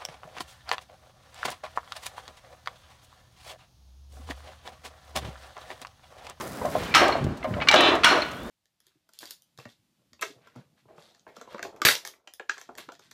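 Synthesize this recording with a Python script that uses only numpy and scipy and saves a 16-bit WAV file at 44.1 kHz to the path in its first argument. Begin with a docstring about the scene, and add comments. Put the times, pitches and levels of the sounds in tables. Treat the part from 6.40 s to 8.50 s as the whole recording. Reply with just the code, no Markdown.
"""Tyre rumble, a gritty hiss and a faint whine come first, outdoors on cracked concrete, a few metres off.
An electric pallet jack rolls by one microphone: shaped noise for the tyres, wavering tones for the drive.
Wheels thud in the joints and panels shudder: dying tones and noise. The lift linkage clacks, the empty
steel forks slam and the backrest bars jangle: noise bursts and washes over ringing partials."""
import sys
import numpy as np
from scipy import signal
from scipy.fft import rfft, irfft, next_fast_len
from scipy.io import wavfile
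from scipy.ndimage import uniform_filter1d, map_coordinates

SR = 44100
rng = np.random.default_rng(int(sys.argv[2]) if len(sys.argv) > 2 else 0)


def transcribe(signal):
    """Save signal, clipped to [-1, 1], as a 16-bit WAV file at the path in sys.argv[1]."""
    frames = np.atleast_2d(signal).T
    limited = np.clip(frames, -1, 1)
    pcm = np.round(limited * 32767).astype(np.int16)
    wavfile.write(sys.argv[1], SR, pcm)


N = 92610
T = np.arange(N) / SR  # time of each sample, s


def amp(db):
    """Decibels to gain."""
    return 10 ** (np.asarray(db) / 20)


def unit(x):
    """x at rms 1."""
    return x / np.sqrt(np.mean(x ** 2) + 1e-20)


def along(points, hz):
    """Interpolate (frequency, value) points on a log frequency axis."""
    f, v = np.transpose(points)
    return np.interp(np.log(hz + 1), np.log(f + 1), v)


def curves(rows):
    """One value per sample for each column after the time."""
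    s, *cols = np.transpose(rows)
    return [np.interp(T, s, c) for c in cols]


def wobble(rate, size=N):
    """A smooth random curve, rate knots a second."""
    knots = rng.standard_normal(4096)
    return map_coordinates(knots, [T[:size] * rate], mode="wrap")


def sine(hz, t=T, phase=0):
    """A pure tone, with a phase offset in radians."""
    return np.sin(2 * np.pi * hz * t + phase)


def noise(colour, pitch=1, treble_db=0, size=N):
    """Coloured noise of rms 1, shifted in pitch; treble_db tilts it per tenfold of (1 + kHz)."""
    hz = np.fft.rfftfreq(size, 1 / SR)
    gain = amp(along(colour, hz / pitch) + treble_db * np.log10(hz / 1000 + 1))
    phases = np.exp(2j * np.pi * rng.random(len(hz)))
    return unit(irfft(gain * phases, size))


def envelope(attack, hold, t60, size=N):
    """Rise with time constant attack; after hold, release by 60 dB in t60 (all s)."""
    rise = 1 - np.exp(-T[:size] / attack)
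    return rise * amp(-60 * np.maximum(T[:size] - hold, 0) / t60)


def burst(colour, attack, t60, pitch=1, treble_db=0):
    """A short dying burst of coloured noise, scaled to the energy of its envelope."""
    shape = envelope(attack, 0, t60, size=2 ** 13)
    x = noise(colour, pitch, treble_db, size=len(shape)) * shape
    return x * np.linalg.norm(shape) / np.linalg.norm(x)


def ring(modes, attack, blur, flutter_db=0, pitch=1, size=2 ** 15):
    """Dying partials, unsteady in level (flutter_db) and phase (blur, radians)."""
    t = T[:size]
    out = np.zeros(size)
    for hz, db, t60 in modes:
        level = amp(db + flutter_db * wobble(69.7, size))
        out += level * envelope(attack, 0, t60, size) * sine(hz * pitch, t, blur * wobble(86.3, size))
    return out


def add(track, s, x):
    """Mix x into the track at time s."""
    i = max(round(s * SR), 0)
    track[i:i + len(x)] += x[:N - i]


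def rattle():
    """Gain of rms near 1 that jumps at each random loose contact and falls back."""
    contacts_per_s, life_s, power_share = 410, 0.004, 0.42
    hits = (rng.random(N) < contacts_per_s / SR) * amp(3.9 * rng.standard_normal(N))
    power = signal.lfilter([1], [1, -np.exp(-1 / (life_s * SR))], hits)
    power = 1 - power_share + power_share * power / power.mean()
    return np.sqrt(power / uniform_filter1d(power, size=1200))  # evens out slow swells


def rolling():
    """Tyres on rough concrete: rumble, roar, steering scrub and a finely crackling hiss, all shaped noise."""
    # Rumble: (time [s], level before its trim [dB])
    rumble_levels = [(0, -47), (.2, -43.5), (.29, -39), (.35, -40.5), (.43, -38.5), (.52, -43.5),
                     (.65, -39.5), (.77, -43), (.86, -29.5), (1.0, -46.5), (1.15, -34.5), (1.3, -45.5),
                     (1.55, -42.5), (1.62, -45.5), (1.8, -47.5), (2.03, -44), (2.1, -37)]
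    # Rolling: (time [s], roar level [dB], hiss level before its trim [dB])
    roll_levels = [(0, -34.5, -41), (0.08, -41, -43.5), (0.2, -39.5, -47), (0.31, -38.5, -44.5),
                   (0.42, -37, -45), (0.52, -38.5, -52.5), (0.7, -32, -57), (0.88, -41.5, -70),
                   (1.0, -45, -71.5), (1.1, -43, -56), (1.27, -37, -72), (1.6, -36.5, -72),
                   (1.9, -41, -53.5), (2.1, -41.5, -53)]
    # Tyre scrub while steering: (time [s], level [dB])
    scrub_levels = [(0.22, -85), (0.31, -53), (0.37, -41.5), (0.44, -39), (0.53, -44), (0.62, -100)]
    # Spectra of the four noises: (frequency [Hz], level [dB])
    rumble_colour = [(20, -16), (40, -3), (60, 2), (100, -2.5), (150, -2), (260, -2.5), (500, -26),
                     (1500, -58)]
    roar_colour = [(100, -17), (300, -1.5), (640, -0.5), (850, -5.5), (1200, -5.5), (1700, -9),
                   (2500, -17.5), (4000, -21), (8000, -32), (16000, -51)]
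    hiss_colour = [(800, -28), (2500, -10), (5000, 0), (8000, 0), (12000, -1.5), (16000, -4.5)]
    scrub_colour = [(800, -4), (1900, 4), (4300, -4), (7000, -14), (16000, -34)]
    rumble_trim_db, hiss_trim_db = 2.5, -5.5
    (rumble_db,), (scrub_db,) = curves(rumble_levels), curves(scrub_levels)
    roar_db, hiss_db = curves(roll_levels)
    rumble = amp(rumble_db + rumble_trim_db) * noise(rumble_colour)
    roar = amp(roar_db + wobble(57.96)) * noise(roar_colour)
    hiss = amp(hiss_db + hiss_trim_db + 3.9 * wobble(460)) * rattle() * noise(hiss_colour)
    scrub = amp(scrub_db) * rattle() * noise(scrub_colour)
    return rumble + roar + hiss + scrub


def drive():
    """Thin, rough whines of the electric drive swell and fade; one climbs as the motor speeds up."""
    # (frequency at the swell [Hz], peak level [dB], time of swell [s], width [s], glide [Hz per s])
    whines = [(4920, -58, .13, .2, -5), (3390, -52, 2.0, 0.11, 3900)]
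    out = np.zeros(N)
    for hz, db, s, width, glide in whines:
        t = T - s
        swell = np.exp(-(t / width) ** 2)
        roughness = hz / 4000 * wobble(220)  # radians
        out += amp(db) * swell * sine(hz + glide * t / 2, t, roughness)
    return out


def body():
    """Wheel knocks boom in the chassis modes, sharp at first; panels shudder as chattering noise."""
    # Wheel knocks on the chassis: (time [s], level [dB], t60 [s], pitch factor)
    knocks = [(0.006, -32, 0.051, 1.72), (0.2149, -22.5, 0.12, 0.94), (0.251, -17.5, 0.046, 1.01),
              (0.262, -26.5, 0.1, 1.07), (0.353, -16, 0.048, 1.01), (0.365, -24.5, 0.065, 0.79),
              (0.423, -29, 0.036, 1.16), (0.628, -16, 0.13, 1.06), (0.648, -17, 0.055, 1.3),
              (0.6885, -11.5, 0.043, 1.18), (0.754, -20, 0.065, 1.08), (0.769, -29, 0.093, 0.87),
              (1.044, -25.5, 0.19, 1.02), (1.167, -27, 0.07, 0.95), (1.18, -24.5, 0.072, 1.04),
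              (1.218, -25, 0.04, 1.34), (1.304, -22, 0.24, 1.33), (1.338, -12, 0.04, 1.01),
              (1.343, -7.5, 0.02, 1), (1.362, -14.5, 0.055, 1.2), (1.406, -12, 0.047, 1.8),
              (1.538, -23, 0.073, 0.73), (1.555, -23, 0.1, 1.06), (1.776, -17, 0.055, 1)]
    # Chassis resonances: (frequency [Hz], level [dB], t60 as a multiple of the knock's)
    chassis_modes = [(519.5, -3.5, 0.72), (600.6, -5, 2.74), (664, -9, 1.14), (1006, -12.5, 2.8),
                     (1140, -9, 0.23)]
    # Spectrum of the unpitched thud: (frequency [Hz], level [dB])
    thud_colour = [(50, -31), (150, -19), (380, -19), (520, -8), (615, 5), (705, 0.5), (780, -12.5),
                   (1010, -7.5), (1250, -28), (1900, -21), (2600, -35), (6000, -55), (16000, -49)]
    # Panel shudder after each heavy blow: (time [s], level [dB], hold [s], t60 [s])
    shudders = [(0.606, -19, 0.015, 0.53), (1.335, -20.5, .2, 0.35), (1.708, -19.5, 0.028, 0.35)]
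    # Spectrum of the panels: (frequency [Hz], level [dB])
    panel_colour = [(60, -44), (150, -15.5), (220, -12), (300, 1), (390, 0.5), (460, -6), (640, 1.5),
                    (800, -2.5), (1000, -3.5), (1190, -1.5), (1450, -9.5), (1650, -8.5), (2200, -12),
                    (5000, -39), (16000, -74)]
    sag_share, sag_s, thud_db = 0.048, 0.036, -2.5  # initial sharpness, its settling time, thud level
    out = np.zeros(N)
    t = T[:2 ** 13]
    for s, db, t60, pitch in knocks:
        bent_time = pitch * (t + sag_share * sag_s * (1 - np.exp(-t / sag_s)))
        boom = np.zeros(len(t))
        for hz, mode_db, life in chassis_modes:
            boom += amp(mode_db) * envelope(0.00038, 0, life * t60, len(t)) * sine(hz, bent_time)
        add(out, s, amp(db) * boom)
        add(out, s, amp(db + thud_db) * burst(thud_colour, 0.0012, t60, pitch))
    for s, db, hold, t60 in shudders:
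        add(out, s, amp(db) * rattle() * envelope(0.00062, hold, t60) * noise(panel_colour))
    return out


def wheels():
    """Sharp noise ticks, dull bumps of low tone, tread slap and puff, and one faint falling squeak."""
    # Ticks: (time [s], level [dB], t60 [s])
    ticks = [(0.009, -30.5, 0.033), (0.123, -43, .015), (0.254, -35, .035), (0.435, -37, 0.033),
             (0.6812, -26.5, 0.024), (0.841, -37, 0.039), (0.971, -46.5, 0.086), (1.039, -42, 0.039),
             (1.2858, -17, 0.0073), (1.313, -25, .04), (1.3404, -23, 0.034), (1.35, -27, 0.043),
             (1.407, -22, 0.038), (1.484, -35, 0.026), (1.553, -34, .05), (1.6455, -14, 0.018),
             (1.915, -40, 0.059)]
    # Spectrum of a tick: (frequency [Hz], level [dB])
    tick_colour = [(1000, 6.5), (4000, 4), (7000, 2), (10000, -6.5), (16000, -14)]
    # Dull tyre bumps: (time [s], level [dB], frequency [Hz], t60 [s])
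    bumps = [(0.277, -29, 148, 0.093), (0.717, -27, 125, .08), (0.809, -19, 109, 0.033),
             (0.8196, -18, 149, 0.081), (0.8462, -9, 125, 0.03), (0.867, -4.5, 152, 0.02),
             (0.9093, -12, 225.4, 0.022), (0.922, -24, 197, 0.078), (1.072, -30.5, 240, 0.16),
             (1.108, -23.5, 111, 0.12)]
    # Spectrum of the puff of noise in a bump: (frequency [Hz], level [dB])
    puff_colour = [(40, -18), (130, 4.5), (400, 5), (800, -24), (3000, -60)]
    # Wheel squeak: (time [s], frequency [Hz], level [dB])
    squeak_path = [(0.44, 3250, -68), (0.465, 3030, -37), (0.49, 2600, -64), (0.52, 2360, -34),
                   (0.535, 2330, -39)]
    bump_attack_s, puff_db = 0.0011, -9.5
    slap_db, slap_hz, slap_attack_s, slap_t60 = 3, 354, 0.006, 0.016  # the tread slapping down
    out = np.zeros(N)
    for s, db, t60 in ticks:
        add(out, s, amp(db) * burst(tick_colour, 0.00029, t60))
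    hardest_db = max(row[1] for row in bumps)
    for s, db, hz, t60 in bumps:
        add(out, s, amp(db) * envelope(bump_attack_s, 0, t60) * sine(hz))
        slap_level_db = db + slap_db + (db - hardest_db) / 2  # softer bumps slap far less
        add(out, s, amp(slap_level_db) * envelope(slap_attack_s, 0, slap_t60) * sine(slap_hz))
        add(out, s, amp(db + puff_db) * burst(puff_colour, bump_attack_s, t60))
    hz, db = curves(squeak_path)
    sounding = (T > squeak_path[0][0]) & (T < squeak_path[-1][0])
    squeak = np.sin(2 * np.pi * np.cumsum(hz) / SR + 1.2 * wobble(210))
    return out + sounding * amp(db) * squeak


def linkage():
    """Slack joints clack shut as noise bursts over short partials; a loose pin pings after the slams."""
    # Clacks: (time [s], level [dB], ring relative to it [dB], burst t60 [s], pitch factor of the ring)
    clacks = [(0.5403, -18, -3, 0.11, 1.14), (1.028, -35, -2.5, .04, 0.92), (1.044, -32, -7, 0.08, .52),
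              (1.139, -30, -10, 0.039, .6), (1.201, -36, 0.5, 0.057, 0.9), (1.212, -32.5, 2, 0.096, 1),
              (1.22, -25.5, -5, 0.075, 1.12), (1.273, -23, -4, 0.064, 0.5), (1.286, -7, -4.5, 0.048, 1.026),
              (1.3128, -15.5, -10.5, 0.06, 1.75), (1.325, -16.5, -13, 0.19, 1.02),
              (1.3401, -11, -9, 0.032, .72), (1.3586, -22.5, 1, 0.03, 1.5), (1.635, -16, -8, 0.17, 1.14),
              (1.659, -19, -12, 0.021, .66), (1.689, -21, -1, 0.017, 0.63)]
    # Spectrum of a clack: (frequency [Hz], level [dB])
    clack_colour = [(100, -45), (300, -18), (700, -27), (1200, 1.5), (1750, 0), (2350, 5.5), (2550, -18),
                    (2850, 7), (3300, -2.5), (4200, -2), (4900, -10.5), (6100, -9.5), (6700, -25.5),
                    (7400, -13), (8000, -26), (16000, -38)]
    # Partials of the linkage: (frequency [Hz], level [dB], t60 [s])
    link_modes = [(1285, -9, 0.029), (1794, -5.5, 0.055), (2262, 4, 0.097), (2906, 2.5, 0.029),
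                  (3380, -4.5, 0.031), (3770, -4, 0.032), (4380, -14, 0.1), (5860, -25, 0.044)]
    # Pings of the pin: (time [s], level [dB])
    pings = [(0.722, -26.5), (1.675, -31), (1.698, -20.5), (1.819, -23)]
    # Spectrum of a ping: (multiple of its pitch, level [dB])
    ping_shape = [(.3, -25), (.57, -11.5), (.75, -30), (.92, -19), (1, -2.5), (1.06, -29), (1.15, -34),
                  (3, -51)]
    dull_db_per_db, hard_db = 2.2, -11  # clacks softer than hard_db lose treble
    ping_hz, ping_t60 = 4290, 0.08
    out = np.zeros(N)
    for s, db, ring_db, t60, pitch in clacks:
        treble_db = dull_db_per_db * min(db - hard_db, 0)
        add(out, s, amp(db) * burst(clack_colour, 0.0002, t60, treble_db=treble_db))
        tone = ring(link_modes, attack=0.00071, blur=0.33, pitch=pitch, size=2 ** 13)
        add(out, s, amp(db + ring_db) * tone)
    ping_colour = [(k * ping_hz, db) for k, db in ping_shape]
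    for s, db in pings:
        add(out, s, amp(db) * burst(ping_colour, 0.00051, ping_t60))
    return out


def resonant(x):
    """x through the crowded resonances of the forks, of chance strength."""
    peak_db, spacing_hz = 3, 44.9
    hz = np.fft.rfftfreq(N, 1 / SR)
    peaks = map_coordinates(rng.standard_normal(4096), [hz / spacing_hz], mode="wrap")
    return unit(irfft(rfft(x) * amp(peak_db * np.tanh(peaks)), N))


def forks():
    """Each fork crashes down, rattles out with most of the treble dying first, and rings in its modes."""
    # Slams: (time [s], level of wash and crash before their trims [dB],
    # treble tilt of the wash [dB per tenfold of (1 + kHz)], length factor of the wash)
    slams = [(0.548, -13, -6, 0.88), (1.644, -15, -7, 1.12)]
    # Spectrum of a slam: (frequency [Hz], level [dB])
    slam_colour = [(60, -40), (150, -26), (270, -9), (430, -27), (620, -6.5), (780, -12.5), (1200, -3.5),
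                   (1500, -4.5), (1850, -6.5), (2280, -5.5), (2540, -10.5), (2800, -5), (3750, -9.5),
                   (4300, -8.5), (4850, -16), (5450, -9), (6700, -19), (7300, -20.5), (11000, -28),
                   (16000, -40)]
    # Decay of the wash before the length factor: (frequency [Hz], t60 [s])
    slam_decay = [(200, 1), (1400, 0.57), (2800, 0.6), (4300, 0.5), (6000, 0.4), (14000, 0.4)]
    # Modes of the fork that slams first, then of the other: (frequency [Hz], level [dB], t60 [s])
    first_modes = [(802, -26, 0.91), (956, -28.5, 0.68), (1225, -18, 0.17), (1315, -15, 0.25),
                   (1570, -22, 0.55), (1630, -26, 0.47), (1794, -32, 0.34), (2370, -31, 0.68),
                   (2595, -37, 0.77), (3120, -25, 0.3), (4280, -28.5, 0.52), (5448, -28, 0.24),
                   (8600, -43, 0.29), (14700, -44, 0.34)]
    second_modes = [(944, -23, 0.43), (1228, -19.5, 0.25), (1287, -24, 0.62), (1406, -21, 0.4),
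                    (1470, -19, 0.67), (1522, -23, 0.39), (1932, -7.5, 0.035), (2270, -19, 0.24),
                    (2840, -28, 0.34), (3350, -11.5, 0.05), (4230, -31, 0.6), (5750, -44, 0.28),
                    (8600, -28.5, 0.074)]
    wash_db, crash_db, crash_t60 = -1.0, 3, 0.031
    out = np.zeros(N)
    for (s, db, treble_db, length), modes in zip(slams, (first_modes, second_modes)):
        # each frequency band of the wash dies at its own rate
        hz, t, bands = signal.stft(resonant(noise(slam_colour, treble_db=treble_db)), SR, nperseg=256)
        fade = amp(-60 * t / (length * along(slam_decay, hz)[:, None]))
        wash = signal.istft(bands * fade, SR, nperseg=256)[1][:N] * rattle()
        add(out, s, amp(db + wash_db) * wash)
        add(out, s, ring(modes, attack=0.00038, blur=0.68, flutter_db=3.0))
        add(out, s, amp(db + crash_db) * burst(slam_colour, 0.00039, crash_t60))
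    return out


def backrest():
    """Loose steel bars are struck, chatter and sing while shaken, then die away."""
    # Ringing bars: (frequency [Hz], level before the trim [dB])
    bar_modes = [(1626, -32), (1809, -32), (2323, -29), (2697, -25.5), (3005, -27), (3069, -35),
                 (3418, -25.5), (3592, -29), (3852, -28.5), (4041, -27.5), (4990, -39)]
    # Spectrum of the clatter: (frequency [Hz], level [dB])
    jangle_colour = [(600, -16), (1600, 2), (2100, -24), (2420, 8), (2800, -1.5), (3050, 10), (3250, 0),
                     (3450, 6.5), (3900, 3.5), (4500, -9), (6000, -15.5), (8000, -25), (16000, -46)]
    start_s, hold_s, t60 = 1.358, 0.13, 0.27
    clatter_db, bars_trim_db = -23.5, -2.5
    kick_db, kick_s = 4, 0.013  # extra level of the first strike, and its life
    bars = np.zeros(N)
    for hz, db in bar_modes:
        bars += amp(db + 2 * wobble(45)) * sine(hz, phase=0.8 * wobble(45))
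    kick = kick_db * np.exp(-T / kick_s)
    clatter = amp(clatter_db + kick) * rattle() * noise(jangle_colour)
    out = np.zeros(N)
    add(out, start_s, (clatter + amp(bars_trim_db) * bars) * envelope(0.0005, hold_s, t60))
    return out


def scene():
    """The whole machine at one microphone."""
    machine = rolling() + drive() + body() + wheels() + linkage() + forks() + backrest()
    return machine[None]


def record(dry):
    """The recorder thins the deep bass, rounds off the highest peaks and keeps nothing above its band limit."""
    low_cut_hz, top_hz, ceiling = 67, 15850, 0.8
    x = signal.sosfilt(signal.butter(2, low_cut_hz, "highpass", fs=SR, output="sos"), dry)
    x = x / (1 + np.abs(x / ceiling) ** 6) ** (1 / 6)
    size = next_fast_len(N + SR // 4)
    in_band = np.fft.rfftfreq(size, 1 / SR) < top_hz
    return irfft(rfft(x, size) * in_band, size)[:, :N]


dry = scene()
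out = record(dry)
transcribe(out)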